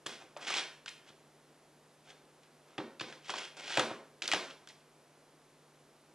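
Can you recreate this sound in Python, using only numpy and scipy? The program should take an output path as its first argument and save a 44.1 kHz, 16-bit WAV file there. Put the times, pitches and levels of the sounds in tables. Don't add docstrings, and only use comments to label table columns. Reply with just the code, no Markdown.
import sys
import numpy as np
from scipy import signal
from scipy.fft import rfft, irfft
from scipy.io import wavfile
from scipy.ndimage import uniform_filter1d

SR = 44100
rng = np.random.default_rng(int(sys.argv[2]) if len(sys.argv) > 2 else 0)


def boost(x):
    u = np.asarray(x, float) / 20
    return 10 ** u


def master(y):
    cut = np.clip(np.atleast_2d(y).T, -1, 1)
    pcm = np.round(cut * 32767)
    wavfile.write(sys.argv[1], SR, pcm.astype(np.int16))


N = 270774

# frequency in Hz, density in dB per Hz.
AIR_TONE = [(18, -40), (30, -10), (70, -20.5), (115, -16.5), (150, -9.5), (180, -12.5), (235, -7),
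            (381, -6), (617, -8.5), (926, -11.5), (2200, -19.5), (5000, -24.5), (11900, -27), (12200, -46)]
# frequency in Hz, side against mid in dB.
AIR_SIDE = [(60, -23), (110, 0.5), (200, -15), (370, -15), (670, -13.5), (1230, -16), (2260, -5),
            (4130, -3.5), (7560, -1), (13800, 2)]
# start in seconds, shell top peak in dB, shell pitch in Hz,
# floor thump against the top in dB.
KNOCKS = [(0.0604, -37.5, 1360, -32), (0.2198, -49, 880, -27), (0.2397, -62, 700, 12),
          (0.3649, -41.5, 594, -27), (1.1028, -49.5, 1490, -0.5), (2.7798, -30, 1500, -10.5),
          (2.782, -30.5, 1210, -38), (2.7874, -37, 1060, 9), (2.8003, -45, 497, -4),
          (3.0128, -24, 2960, -11), (3.1254, -36.5, 1740, -15), (3.2943, -28.5, 944, -14.5),
          (3.3383, -29, 915, -22), (3.7715, -25.5, 704, -17), (3.781, -28, 744, 3), (3.8296, -53, 800, 1),
          (3.9047, -41, 553, -8), (3.9123, -39, 800, 3.5), (4.2882, -29, 1689, -15.5),
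          (4.3454, -19, 2600, -14)]
# start in seconds, shell top peak in dB, shell pitch in Hz,
# claw crack against the top in dB.
TICKS = [(0.068, -30.5, 3020, 4.5), (0.8598, -31.5, 1540, -2.5), (0.8827, -38, 3580, -3),
         (0.8904, -44, 3880, 12), (2.1057, -44, 2570, -3), (2.4333, -51, 2380, 1), (2.996, -38.5, 3500, 0),
         (2.9988, -23, 3600, -25), (3.0088, -29.5, 910, -4), (3.246, -42, 3170, -9), (3.5682, -43, 2240, 1),
         (4.22, -23.5, 1750, -7), (4.223, -22, 3570, -5), (4.2314, -38, 3500, 3), (4.2395, -36, 3620, -9),
         (4.2563, -27.5, 3060, -13), (4.2775, -18.5, 4750, -1.5), (4.3157, -14, 3210, -6),
         (4.3241, -15.5, 2640, -5), (4.5087, -35, 1560, -25), (4.6736, -38, 1770, -0.5),
         (4.688, -43, 4400, 4.5)]
# start in seconds, shell top peak in dB, shell pitch in Hz.
SNAGS = [
    (0.4774, -47, 2240),
    (0.4807, -28, 3040),
    (0.5036, -26, 1260),
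    (0.5401, -20.5, 2970),
    (0.556, -24, 3730),
    (0.5694, -21.5, 4340),
    (0.5833, -20.5, 2400),
    (3.6776, -34, 2600),
    (3.7036, -31.5, 1240),
    (3.7224, -28, 3720),
]
# start in seconds, shell top peak in dB, shell pitch in Hz,
# floor thump against the top in dB, claw crack against the top in dB.
SLAMS = [
    (0.0632, -29.5, 1140, -9, 5.5),
    (0.3715, -44, 1110, -19, 10),
    (3.7735, -14, 2380, -22, -5.5),
    (3.7949, -15, 1266, -14.5, -1.5),
    (4.3346, -18.5, 1120, -14, -1),
]
# frequency in Hz, width in Hz, level in dB.
SHELL_MODES = [(760, 230, 2.5), (1174, 430, 0.5), (1563, 470, 2), (1855, 480, 0.5), (2600, 520, 0),
               (3370, 307, 8), (4400, 3100, -2.5)]
# frequency in Hz, level in dB, T60 in seconds.
BOARD_MODES = [(91.5, -29, 0.19), (127.4, -3, 0.26), (156, 3.5, 0.05), (216, 8, 0.031), (306, 7, 0.2),
               (390, 6, 0.063), (520, -5, 0.0053)]
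# start in seconds, rise in seconds, fall in seconds, shell level in dB,
# boards against shell in dB.
SLIDES = [(0.075, 0.023, 0.11, -46, -8), (0.18, 0.035, 0.04, -52.5, 3), (0.39, 0.038, 0.095, -42, -4),
          (0.459, 0.02, 0.17, -33, -9), (0.49, 0.051, 0.035, -35, -19), (0.545, 0.045, 0.036, -35, -8.5),
          (0.872, 0.01, 0.016, -39.5, -30), (0.888, 0.036, 0.1, -60.5, -14), (1.02, 0.07, 0.031, -55.5, -7),
          (2.02, 0.088, 0.023, -50.5, -3), (2.41, 0.03, 0.03, -64.5, -14), (2.58, 0.14, 0.12, -65.5, 4.5),
          (3.03, 0.063, 0.11, -51.5, 0), (3.209, 0.062, 0.022, -48, -24), (3.272, 0.028, 0.03, -34.5, -8),
          (3.33, 0.014, 0.045, -42.5, -13), (3.349, 0.035, 0.13, -39.5, -10),
          (3.564, 0.0087, 0.17, -45, -3.5), (3.599, 0.18, 0.037, -32, -9.5), (4.223, 0.012, 0.069, -41, -6),
          (4.28, 0.0068, 0.025, -39.5, 4.5), (4.42, 0.021, 0.07, -51.5, -2.5),
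          (4.48, 0.022, 0.062, -54.5, -4.5), (4.689, 0.0047, 0.031, -50, -5)]
# frequency in Hz, T60 in seconds.
HALL_T60 = [(100, 0.36), (260, 0.54), (700, 0.54), (1840, 0.44), (4850, 0.41), (10000, 0.44)]
# frequency in Hz, level in dB.
HALL_TONE = [(100, -6.5), (300, 4.5), (1000, 1), (3000, 3), (6000, 1), (11000, -6.5)]
# frequency in Hz, side against mid in dB.
HALL_SIDE = [(60, -2), (110, -50), (200, -66), (370, -80), (670, -57), (1230, -80), (2260, -29),
             (4130, -46), (7560, -34.5), (13800, 18.5)]

AIR_DB, HUM_HZ, HUM_WIDTH_HZ, HUM_DB = -62, 149.2, 23, -69.5
BELLY_HZ, TOP_HZ, CLAW_HZ = (500, 1500), (1500, 4300), (4300, 8500)
BELLY_EVEN_HZ, BELLY_DB_PER_OCTAVE = 1337, -11.5
TICK_BELLY_DB = -6.5
KNOCK_CRACK_DB, TICK_THUMP_DB, SNAG_THUMP_DB, SNAG_CRACK_DB = -12, -32, -30, -6
FIRST_TOUCH_DB = 8.5
RISE_POWER, FALL_POWER, HISS_DB = 1.63, 1.06, -4.5
HALL_DB, HALL_ONSET_S = -3.5, 0.001
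MIC_TOP_HZ = 12750


def rms_one(x):
    return x / np.sqrt(np.mean(x ** 2) + 1e-20)


def at_hz(points, hz):
    points = np.array(points)
    return np.interp(np.log(hz + 1), np.log(points[:, 0]), points[:, 1])


def band(x, low_hz, high_hz, order=2):
    return signal.sosfilt(signal.butter(order, [low_hz, high_hz], "band", fs=SR, output="sos"), x)


def low_pass(x, hz):
    return signal.sosfilt(signal.butter(2, min(hz, 15000), fs=SR, output="sos"), x)


def resonate(x, hz, width_hz):
    r = np.exp(-np.pi * width_hz / SR)
    feedback = [1, -2 * r * np.cos(2 * np.pi * hz / SR), r * r]
    return signal.lfilter(np.array([1, 0, -1]) * (1 - r * r) / 2, feedback, x)


def coloured(x, spectrum):
    hz = np.fft.rfftfreq(len(x), 1 / SR)
    return irfft(rfft(x) * boost(at_hz(spectrum, hz)), len(x))


def to_stereo(mid, side):
    return np.array([mid + side, mid - side])


def air():
    mid, side = rng.standard_normal((2, N))
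    mid = coloured(mid, AIR_TONE)
    side = boost(-9) * coloured(coloured(side, AIR_TONE), AIR_SIDE)
    return boost(AIR_DB - 1) * rms_one(to_stereo(mid, side))


def hum():
    motor = rng.standard_normal(N)
    waver = resonate(resonate(motor, HUM_HZ, HUM_WIDTH_HZ), HUM_HZ, HUM_WIDTH_HZ)
    steady = np.sin(2 * np.pi * HUM_HZ * np.arange(N) / SR)
    return boost(HUM_DB) * (rms_one(waver) / 5 + steady)


def grit(size, per_s, spread_db):
    sizes = boost(spread_db * np.minimum(rng.exponential(1, size), 4)) * rng.standard_normal(size)
    return sizes * (rng.random(size) < per_s / SR) + 1e-18


def shell(x, strengths_db=np.zeros(9)):
    return sum((-1) ** k * boost(db + strengths_db[k]) * resonate(x, hz, width_hz)
               for k, (hz, width_hz, db) in enumerate(SHELL_MODES))


def struck(force, hz, strengths_db):
    body = shell(force, strengths_db) + boost(7) * resonate(force, hz, hz / 6)
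    return band(body, *BELLY_HZ), -band(body, *TOP_HZ), low_pass(band(force, *CLAW_HZ), 10300)


def boards(push):
    ring = sum(boost(db + rng.normal(0, 2.5)) * resonate(push, hz, 3 / t60_s) * t60_s
               for hz, db, t60_s in BOARD_MODES)
    return band(ring, 94, 800)


def contacts():
    rows = [(s, db, thump_db, 0, KNOCK_CRACK_DB, hz) for s, db, hz, thump_db in KNOCKS]
    rows += [(s, db, TICK_THUMP_DB, TICK_BELLY_DB, crack_db, hz) for s, db, hz, crack_db in TICKS]
    rows += [(s, db, SNAG_THUMP_DB, 0, SNAG_CRACK_DB, hz) for s, db, hz in SNAGS]
    rows += [(s, db, thump_db, 0, crack_db, hz) for s, db, hz, thump_db, crack_db in SLAMS]
    return [(s, db, thump_db, belly_db + BELLY_DB_PER_OCTAVE * np.log2(hz / BELLY_EVEN_HZ), crack_db, hz)
            for s, db, thump_db, belly_db, crack_db, hz in rows]


def knocks():
    length = 9000
    direct, spread = np.zeros((2, N + length))
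    t = np.arange(length) / SR
    click = (t == 0) + 1e-18
    smooths = (band(click, *BELLY_HZ), -band(click, *TOP_HZ), band(click, *CLAW_HZ), -band(click, 128, 450))
    push = np.sin(np.pi * np.minimum(t / 0.00061, 1))
    for s, top_db, thump_db, belly_db, crack_db, hz in contacts():
        contact_s = 0.0019 + 1.1 / hz
        chatter = grit(length, 11000, 0.31) * np.minimum(t / 0.0001, 1) * np.exp(-t / contact_s)
        chatter = chatter + boost(FIRST_TOUCH_DB) * click
        parts = (*struck(chatter, hz, rng.normal(0, 2, size=9)), boards(push))
        levels_db = (belly_db - 5, -3.5, crack_db - 4.5, thump_db - 0.5)
        at = round(s * SR)
        for part, smooth, db in zip(parts, smooths, levels_db):
            part = boost(top_db + db) * part / np.abs(part).max()
            direct[at:at + length] += part
            spread[at:at + length] += rms_one(smooth) * np.sqrt(np.mean(part ** 2))
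    return direct[:N], spread[:N]


def slides():
    lumps = uniform_filter1d(rng.standard_normal(N), size=250)
    rub = grit(N, 8000, 2.6) * boost(2.8 * rms_one(lumps))
    rough_shell = rms_one(shell(rub)) + 0.9 * rms_one(band(rub[::-1], 1200, 4800))
    shell_layer = -rms_one(band(rough_shell, 1090, 3700))
    boards_layer = rms_one(band(rub, 275, 1380))
    hiss_layer = rms_one(low_pass(band(rub, 4420, 9200), 4200))
    out = np.zeros(N)
    for s, rise_s, fall_s, shell_db, boards_db in SLIDES:
        a, b = round(s * SR), round((s + rise_s + fall_s) * SR)
        t = np.arange(a, b) / SR - s
        rise = np.clip(t / rise_s, 0, 1) ** RISE_POWER
        fall = np.clip(1 - (t - rise_s) / fall_s, 0, 1) ** FALL_POWER
        for layer, db in zip((shell_layer, boards_layer, hiss_layer), (0, boards_db, HISS_DB)):
            out[a:b] += rise * fall * boost(shell_db + db - 5) * layer[a:b]
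    return out


def hall(x):
    t, tail = np.arange(SR * 3 // 4) / SR, 0
    edges_hz = 70 * 2 ** np.arange(0, 7.6, 0.5)
    for low_hz, high_hz in zip(edges_hz, edges_hz[1:]):
        hz = np.sqrt(low_hz * high_hz)
        dying = boost(at_hz(HALL_TONE, hz) - 60 * t / at_hz(HALL_T60, hz))
        mid, side = band(rng.standard_normal((2, len(t))), low_hz, high_hz) * dying
        tail = tail + to_stereo(mid, boost(at_hz(HALL_SIDE, hz) + 18) * side)
    tail = tail * (1 - np.exp(-t / HALL_ONSET_S))
    tail = boost(HALL_DB) * tail / np.sqrt(np.sum(tail ** 2) / 2)
    return signal.fftconvolve(tail, x[None], axes=1)[:, :N]


def scene():
    direct, spread = knocks()
    rubbing = slides()
    echoes = hall(low_pass(spread + rubbing, 12800))
    left, right = direct + rubbing + echoes + air() + hum()
    return np.array([boost(-0.3) * np.r_[0, left[:-1]], right])


def band_limit(x):
    return signal.sosfilt(signal.butter(12, 14440, fs=SR, output="sos"), x)


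def record(dry):
    cut = signal.sosfilt(signal.butter(1, 70, "high", fs=SR, output="sos"), dry)
    cut = signal.sosfilt(signal.ellip(8, 1, 50, MIC_TOP_HZ, fs=SR, output="sos"), cut)
    return band_limit(cut)


dry = scene()
out = record(dry)
master(out)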